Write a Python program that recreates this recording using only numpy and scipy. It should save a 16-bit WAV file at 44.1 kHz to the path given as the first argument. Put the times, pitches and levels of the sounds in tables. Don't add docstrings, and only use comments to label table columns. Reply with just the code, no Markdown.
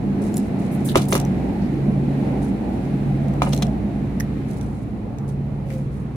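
import sys
import numpy as np
from scipy import signal
from scipy.fft import rfft, irfft, next_fast_len
from scipy.io import wavfile
from scipy.ndimage import uniform_filter1d, map_coordinates

SR = 44100
rng = np.random.default_rng(int(sys.argv[2]) if len(sys.argv) > 2 else 0)


def inscribe(sig):
    pcm = np.round(np.clip(np.atleast_2d(sig).T, -1, 1) * 32767)
    wavfile.write(sys.argv[1], SR, pcm.astype(np.int16))


N = 271646

# time in seconds, relative level in dB.
MAINS_LEVEL = [(0, -47), (.8, -46), (1.2, -37), (2.0, -35), (2.8, -34), (3.5, -29), (3.8, -31), (4.3, -34),
               (4.6, -33), (5.2, -40), (6.16, -39)]
FAN_TONE_LEVEL = [(0, -31.5), (.6, -29), (1.85, -24.5), (2.6, -31.5), (2.95, -23), (3.33, -26),
                  (3.58, -20.5), (4.45, -35.5), (5.15, -35.5), (5.27, -26.5), (5.55, -33), (6.16, -19)]
DRONE_LEVEL = [(0, -23.5), (.9, -24.5), (1.85, -25), (2.75, -27.5), (3.25, -24), (4.5, -29), (5.3, -31.5),
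               (6.16, -34.5)]
# time in seconds, relative duct and hiss levels in dB.
AIR_LEVELS = [(0, -30, -41.5), (1.4, -29, -41), (2.7, -29, -41), (3.5, -30.5, -41), (4.0, -32.5, -43),
              (4.6, -35, -44.5), (5.1, -37.5, -48), (6.16, -38.5, -48)]
# frequency in Hz, relative spectral level in dB.
DRONE_SPECTRUM = [(60, -120), (130, -35), (172, -10), (197, 0), (222, -6), (260, -16), (340, -40),
                  (700, -120)]
DUCT_SPECTRUM = [(90, -30), (150, -4), (245, 0), (310, -1), (350, -4), (400, -8), (460, -13), (530, -19),
                 (750, -40), (1500, -120)]
GRILLE_SPECTRUM = [(150, -120), (350, -12), (480, -1), (600, 0), (720, 1), (830, 0), (950, -9), (1100, -20),
                   (1500, -45), (3000, -120)]
HISS_SPECTRUM = [(500, -4), (1100, 0), (1650, 0), (2000, 1), (2400, -1), (2800, -6), (3300, -10.5),
                 (4100, -10), (4800, -16), (5800, -18), (7000, -19.5), (10500, -20), (12000, -26),
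                 (13800, -22), (15200, -36)]
VENTILATION_SPECTRUM = [(10, -60), (25, -19), (35, -10), (45, -3), (75, -5), (90, 0), (110, 0), (150, -4),
                        (250, -25), (600, -120)]
BUSTLE_SPECTRUM = [(250, -26), (430, 4.5), (560, -1.5), (750, -20), (1000, -6), (1300, -12.5),
                   (1600, -21.5), (3000, -46)]
# frequency in Hz, left-right correlation.
COHERENCE = [(60, 0.86), (150, 0.98), (380, 0.84), (950, 0.1), (2380, 0.011), (5980, 0.0067), (15000, 0.05)]

# start in seconds, length in seconds, relative level in dB.
RUBS = [(.21, 0.13, -46.5), (.385, 0.096, -49.5), (.585, 0.09, -49), (.76, 0.19, -54), (.85, 0.071, -39.5),
        (.99, 0.074, -41.5), (1.082, .04, -40), (2.415, 0.076, -46), (2.72, 0.17, -57), (3.42, 0.24, -45),
        (4.46, 0.35, -52.5), (5.275, 0.059, -52), (5.69, 0.15, -54), (5.91, 0.14, -58)]
CRINKLES = [(.352, 0.029, -37), (.708, 0.053, -40.5), (.843, 0.038, -30.5), (.872, 0.041, -36.5),
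            (.916, 0.0089, -32), (1.082, 0.012, -27), (1.10, 0.019, -29)]
RATTLES = [(0.984, .07, -50), (1.182, .04, -41), (3.549, 0.04, -41)]
FAR_NOTE = [(5.63, 0.17, -33)]
SCUFFS = [(5.65, .11, -43.5)]
# frequency in Hz, relative spectral level in dB.
RUB_SPECTRUM = [(1500, -31), (3800, -2), (5500, -0.5), (7500, 1.5), (10000, 2.5), (13500, -8.5),
                (16000, -2)]
SCUFF_SPECTRUM = [(500, -14), (1500, -7), (2400, -9), (3500, -13), (9000, -16)]
# start in seconds, length in seconds, level in dB, resonance in Hz.
RIM_SCRAPES = [(.878, .05, -44, 1500), (.884, .034, -33.5, 3550), (1.615, .055, -53, 4750),
               (5.695, .035, -47, 2050)]
# start in seconds, relative level in dB, centre frequency in Hz, 60 dB decay time in seconds.
CUP_POPS = [(0.3417, -34.5, 7100, 0.012), (0.3697, -29.5, 7640, 0.013), (0.369, -28, 9930, 0.0091),
            (.3792, -35, 12900, .01), (0.379, -34.5, 7000, .01), (1.1187, -24.5, 10000, .006),
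            (1.129, -23, 6100, 0.012), (1.128, -28, 13600, 0.011)]
BASKET_KNOCKS = [(0.947, -28, 1400, 0.049), (0.9556, -10, 1190, 0.0095), (0.9585, -9.5, 373, 0.027),
                 (.965, -22, 650, 0.018), (.982, -29.5, 776, 0.12), (1.1238, -17.5, 1240, 0.027),
                 (1.128, -17, 440, 0.044), (1.152, -16, 1250, 0.009), (1.1522, -16, 410, 0.037),
                 (1.163, -25, 1130, 0.048), (3.4191, -11.5, 950, 0.016), (3.429, -26.5, 680, 0.1),
                 (3.464, -29, 1000, 0.054), (3.4705, -24.5, 825, .06), (3.532, -30.5, 704, 0.064),
                 (3.6224, -30, 1010, 0.082)]
FLOOR_THUMPS = [(.958, -14.5, 225, .045), (.962, -18, 90, .16), (1.128, -28, 95, .12)]
CUP_CLICKS = [(0.955, -20, 2300, 0.045), (.957, -27, 7540, 0.022), (0.97, -21, 9500, 0.033),
              (0.9711, -28, 2300, 0.073), (0.9795, -29, 5000, 0.016), (1.014, -34.5, 4000, 0.073),
              (1.0515, -38, 13000, 0.0054), (1.1234, -25, 2600, 0.059), (1.1423, -23, 8000, 0.008),
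              (1.151, -21.5, 7900, 0.043), (1.161, -28, 8000, .035), (1.168, -29, 10000, 0.0092),
              (1.177, -28, 8450, 0.018), (1.2005, -27, 8750, 0.0063), (1.251, -33, 10200, 0.0032),
              (3.283, -46, 7000, .01), (3.338, -46, 7000, .01), (3.4203, -26, 1990, 0.015),
              (3.427, -34, 5000, 0.04), (3.432, -33, 9000, .015), (3.5465, -30, 10000, .012),
              (4.5115, -39, 9100, 0.0089), (4.611, -40.5, 6900, 0.018), (5.185, -44, 5000, 0.011),
              (5.293, -49, 7000, 0.0069), (5.299, -50, 7600, 0.012)]
HANDLE_CLACKS = [(3.523, -37, 3000, 0.026), (3.5292, -32.5, 4600, .016), (3.5324, -24.5, 4200, 0.026),
                 (3.567, -44, 5000, .012), (3.577, -32.5, 9100, 0.0054), (3.622, -25.5, 6000, .014),
                 (3.6249, -26, 4400, 0.027), (3.631, -32, 4800, 0.0079), (3.667, -43, 6040, 0.011)]
# start in seconds, level in dB, tilt in dB per octave.
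HANDLE_SNAPS = [(4.2, -28, 1.0), (4.2052, -25.3, -.7)]
# frequency in Hz, relative level in dB, free 60 dB decay time in seconds.
BASKET_MODES = [(389, 2, 0.058), (412, -1.5, 0.054), (554, 5.5, 0.08), (641, 0.5, 0.074), (730, 7.5, 0.036),
                (890, 10, 0.012), (980, 0.5, 0.021), (1116, -1, 0.022), (1210, -6.5, 0.048),
                (1540, 1, 0.024), (2110, 2.5, 0.029), (2376, 4, 0.04), (2680, 3, 0.023), (2850, 7, 0.025)]
PIVOT_MODES = [(1400, -10, .012), (2050, -6, 0.012), (2950, -9, 0.012), (3400, 0, .012), (3760, -2, 0.014),
               (4150, 0, 0.016), (5450, 0, 0.008), (6050, -1, .008), (6650, -1, 0.008), (8000, -4, .006),
               (9400, -1, 0.006)]
HANDLE_MODES = [(1222, -15, .03), (1600, -16, .02), (1790, -6, .014), (1880, 0, .021), (2020, -10, .014),
                (5350, -7, .012), (5588, -4, .013), (6050, -6, .011), (6487, -3, .012), (10400, -16, .016),
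                (10850, -14, .016), (12850, -10, .02), (13150, -9, .024)]
# centre in Hz, width in Hz, lift in dB.
CUP_RESONANCES = [(2370, 260, 3), (3440, 300, 5), (4050, 350, 5), (6050, 450, 6), (7900, 300, 1),
                  (9500, 500, 2)]
# frequency in Hz, 60 dB decay time in seconds.
AISLE_DECAY = [(200, 0.1), (2000, 0.22), (12000, 0.079)]
# frequency in Hz, gain in dB.
TREBLE_COLOUR = [(7500, 0), (8600, -2), (10000, 2), (11000, 0), (12000, -9), (13200, 1), (14300, 0),
                 (15100, -12), (15700, -8), (16200, -16)]

QUICK_RISE, CRINKLE_RISE, GENTLE_RISE = 0.11, 0.5, 0.66


def amp(db):
    return 10 ** (np.asarray(db) / 20)


def unit(x):
    return x / np.sqrt(np.mean(x ** 2) + 1e-20)


def along(points, hz):
    f, v = np.transpose(points)
    return np.interp(np.log(hz + 1), np.log(f + 1), v)


def curves(rows):
    times, *columns = np.transpose(rows)
    return [np.interp(np.arange(N) / SR, times, column) for column in columns]


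def wobble(rate):
    return map_coordinates(rng.standard_normal(int(N * rate / SR) + 4), [np.arange(N) * rate / SR])


def filtered(x, response):
    n = x.shape[-1]
    padded = next_fast_len(n + 8192)
    return irfft(rfft(x, padded) * response(np.fft.rfftfreq(padded, 1 / SR)), padded)[..., :n]


def band(x, hz, q):
    return filtered(x, lambda f: 1j * f * hz / q / (hz ** 2 - f * f + 1j * f * hz / q))


def off_centre(x, lag):
    return filtered(x, lambda hz: np.exp(1j * np.pi * hz * lag * np.array([[1], [-1]])))


def rush(spectrum):
    def mid_side_gain(hz):
        width = np.arccos(np.clip(along(COHERENCE, hz), -1, 1)) / 2
        return amp(along(spectrum, hz)) * [np.cos(width), np.sin(width)]
    mid, side = filtered(rng.standard_normal((2, N)), mid_side_gain)
    return unit(np.array([mid + side, mid - side]))


def patchy(x, depth_db=1.4):
    bands = signal.stft(x, nperseg=1024)[2]
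    swell = uniform_filter1d(rng.standard_normal(bands.shape[1:]), size=3, axis=0)
    swell = uniform_filter1d(swell, size=9, axis=1)
    return unit(signal.istft(bands * amp(depth_db * unit(swell)), nperseg=1024)[1][:, :N])


def strokes(rows, rise_share, sag_db=8, release_db=41):
    gain, t = np.zeros(N), np.arange(N) / SR
    for start, length, db in rows:
        progress = np.maximum(t - start, 0) / length
        fall_db = sag_db * progress + release_db * np.maximum(progress - 1, 0)
        gain += np.minimum(progress / rise_share, 1) * amp(db - fall_db)
    return gain


def attack(t, rise_s):
    return 1 - np.exp(-t / rise_s)


def burst(t, t60, alike):
    common = np.sqrt(alike) * rng.standard_normal(len(t))
    separate = np.sqrt(1 - alike) * rng.standard_normal((2, len(t)))
    return (common + separate) * amp(-60 * t / t60)


def ring(modes, t, spread):
    hz, db, t60 = np.transpose(modes)[:, :, None]
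    skew = spread * rng.standard_normal(hz.shape) * np.minimum(hz / 1000, 2)
    fade = amp(db + rng.normal(0, 1.0, hz.shape) - 60 * t / t60)
    return np.sum(fade * np.sin(2 * np.pi * hz * t + np.array([skew, -skew])), axis=1)


def add_hit(track, start_s, db, sound):
    start = round(start_s * SR)
    head_rms = np.sqrt(np.mean(sound[:, :SR // 250] ** 2))
    track[:, start:start + sound.shape[1]] += amp(db) * sound[:, :N - start] / head_rms


def motor_tone(hz, drift_hz):
    return unit(np.sin(2 * np.pi * np.cumsum(hz + drift_hz * wobble(4)) / SR))


def fan_pair(hz, drift_hz, beat_s=1.133, null_s=2.69, weaker_db=-2):
    phase = 2 * np.pi * np.cumsum(hz + drift_hz * wobble(3.95)) / SR
    phase += 0.2 * wobble(20)
    apart = np.pi * (np.arange(N) / SR - null_s) / beat_s
    return unit(np.sin(phase + apart) - amp(weaker_db) * np.sin(phase - apart))


def compressors():
    duct_db = curves(AIR_LEVELS)[0]
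    hum = amp(curves(MAINS_LEVEL)[0] - .5 + 1.2 * wobble(7)) * motor_tone(59.2, drift_hz=.8)
    hum_octave = amp(-39.5 + 2.5 * wobble(3)) * motor_tone(118.6, drift_hz=1.5)
    whirr = amp(curves(FAN_TONE_LEVEL)[0] + 1.6 * wobble(20)) * fan_pair(139.3, drift_hz=0.407)
    whirr_octave = amp(duct_db - 7 + 3.84 * wobble(2.88)) * motor_tone(278.5, drift_hz=1.33)
    return hum + hum_octave + whirr + whirr_octave


def moving_air():
    duct_db, hiss_db = curves(AIR_LEVELS)
    drone = amp(curves(DRONE_LEVEL)[0] + 0.91 * wobble(19)) * rush(DRONE_SPECTRUM)
    duct = amp(duct_db + 2.5 + 0.93 * wobble(5.69)) * rush(DUCT_SPECTRUM)
    grille = amp(duct_db - 7 + 1.3 * wobble(7.3)) * patchy(rush(GRILLE_SPECTRUM))
    hiss = amp(hiss_db - 4 + .8 * wobble(4)) * rush(HISS_SPECTRUM)
    return drone + duct + grille + hiss + amp(-32) * rush(VENTILATION_SPECTRUM)


def far_bustle():
    return amp(-46 + 3 * wobble(7.4)) * patchy(rush(BUSTLE_SPECTRUM))


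def rubbing():
    slips = unit(amp(2.0 * wobble(70) + 4.2 * wobble(600)))
    slide = strokes(RUBS, QUICK_RISE) * rush(RUB_SPECTRUM)
    scuff = strokes(SCUFFS, GENTLE_RISE) * rush(SCUFF_SPECTRUM)
    return slips * (slide + scuff)


def cup_pops():
    out, t = np.zeros((2, N)), np.arange(SR // 20) / SR
    for start, db, hz, t60 in CUP_POPS:
        patch = np.sin(2 * np.pi * hz * t) * amp(-60 * t / t60)
        crack = .9 * band(burst(t, t60, alike=0.97), hz, q=0.93)
        pop = (patch + crack) * attack(t, 0.00039)
        add_hit(out, start, db, off_centre(pop, lag=rng.normal(0, 0.32) / hz))
    return out


def lid_crinkle(buckles_per_s=3500, centre_hz=11200, spread_octaves=.33, t60=.005, scatter_db=2.5):
    count, t = int(buckles_per_s * N / SR), np.arange(int(t60 * SR)) / SR
    pitch, size, skew = rng.standard_normal((count, 3)).T[:, :, None]
    samples = (rng.integers(N, size=(count, 1)) + np.arange(len(t))).ravel()
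    hz = np.minimum(centre_hz * 2 ** (spread_octaves * pitch), SR / 2)
    fade = amp(scatter_db * size - 60 * t / t60)
    sides = []
    for side in (1, -1):
        buckles = fade * np.sin(2 * np.pi * hz * t + side * skew)
        sides.append(np.bincount(samples, buckles.ravel(), N)[:N])
    return strokes(CRINKLES, CRINKLE_RISE) * unit(np.array(sides))


def rim_scrapes(grit_db=4.5, q=2.6):
    grit = amp(grit_db * wobble(400)) * rng.standard_normal((2, N))
    return sum(strokes([(start, length, db)], QUICK_RISE) * unit(band(band(grit, hz, q), hz, q))
               for start, length, db, hz in RIM_SCRAPES)


def basket_knocks():
    out, t = np.zeros((2, N)), np.arange(SR // 5) / SR
    for start, db, hz, t60 in BASKET_KNOCKS:
        walls = ring(BASKET_MODES, t, spread=0.18) * amp(-30 * t / t60)
        contact = 1.4 * burst(t, t60, alike=1.0)
        blow = (walls + contact) * attack(t, 0.0012)
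        add_hit(out, start, db, band(band(blow, hz, q=1.68), hz, q=0.19))
    for start, db, hz, t60 in FLOOR_THUMPS:
        thump = np.sin(2 * np.pi * hz * t) * amp(-60 * t / t60) * attack(t, 0.00046)
        add_hit(out, start, db, thump[None])
    return off_centre(out, lag=0.00017)


def cup_clicks():
    def cup_colour(hz):
        return amp(sum(db / (1 + (2 * (hz - centre) / width) ** 2)
                       for centre, width, db in CUP_RESONANCES))
    out, t = np.zeros((2, N)), np.arange(SR // 6) / SR
    for start, db, hz, t60 in CUP_CLICKS + rattle_ticks():
        crack = burst(t, t60, alike=.5) * attack(t, .035 * t60)
        click = band(band(crack, hz, q=0.55), hz, q=0.17)
        add_hit(out, start, db - 3, off_centre(click, lag=rng.normal(0, 0.000247)))
    return filtered(out, cup_colour)


def rattle_ticks(ticks_per_s=75, centre_hz=7800, t60=0.016, scatter_db=8):
    rows = []
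    for start, length, db in RATTLES:
        count = max(round(length * ticks_per_s), 1)
        for k, (late, size, pitch) in enumerate(rng.uniform(-1, 1, (count, 3))):
            when = start + length * (k + .5 + late / 2) / count
            rows.append((when, db + scatter_db * size, centre_hz * 2 ** (pitch / 2), t60))
    return rows


def handle_clacks():
    out, t = np.zeros((2, N)), np.arange(SR // 10) / SR
    for start, db, hz, t60 in HANDLE_CLACKS:
        slip = burst(t, t60, alike=0.52) * attack(t, .0008)
        hollow = signal.fftconvolve(slip, ring(PIVOT_MODES, t, spread=0.37), axes=1)[:, :len(t)]
        add_hit(out, start, db, band(unit(hollow) + .9 * unit(slip), hz, q=0.7))
    return out


def handle_snaps():
    out, t = np.zeros((2, N)), np.arange(SR // 4) / SR
    for start, db, tilt in HANDLE_SNAPS:
        modes = [(hz, level + tilt * np.log2(hz / 4000), t60) for hz, level, t60 in HANDLE_MODES]
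        crack = 0.65 * band(burst(t, t60=0.018, alike=0.32), 3500, q=.6)
        loose = burst(t, t60=.11, alike=.3)
        buzz = amp(-13) * (band(loose, 15000, q=14) + band(loose, 10800, q=16))
        add_hit(out, start, db, (ring(modes, t, spread=0.95) + crack + buzz) * attack(t, .0007))
    return out * amp([[-1.2], [1.2]])


def far_note(end_hz=495, fall_hz=85, fall_s=.12, scatter=.4):
    age = np.maximum(np.arange(N) / SR - FAR_NOTE[0][0], 0)
    phase = 2 * np.pi * np.cumsum(end_hz + fall_hz * np.exp(-age / fall_s)) / SR
    blur = 1 + scatter * (wobble(24) + 1j * wobble(24))
    return strokes(FAR_NOTE, GENTLE_RISE) * unit(np.real(blur * np.exp(1j * phase)))


def aisle_reverb(x):
    hz, t, noise = signal.stft(rng.standard_normal((2, SR // 2)), SR, nperseg=256)
    decay = amp(-60 * t / along(AISLE_DECAY, hz)[:, None])
    tail = signal.istft(noise * decay, SR, nperseg=256)[1]
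    return signal.fftconvolve(x, tail / np.linalg.norm(tail[0]), axes=1)[:, :N]


def scene():
    basket = basket_knocks() + cup_clicks() + cup_pops() + rubbing() + rim_scrapes() + lid_crinkle()
    handle = handle_clacks() + handle_snaps()
    store = compressors() + moving_air() + far_bustle() + far_note()
    reverb = aisle_reverb(amp(-9) * basket + amp(-17) * handle)
    return basket + handle + reverb + store * amp([[-.55], [.55]])


def record(dry, top_hz=16300):
    heard = filtered(dry, lambda hz: amp(along(TREBLE_COLOUR, hz)))
    rounded = heard / (1 + np.abs(heard) ** 8) ** (1 / 8)
    return filtered(rounded, lambda hz: hz < top_hz)


dry = scene()
out = record(dry)
inscribe(out)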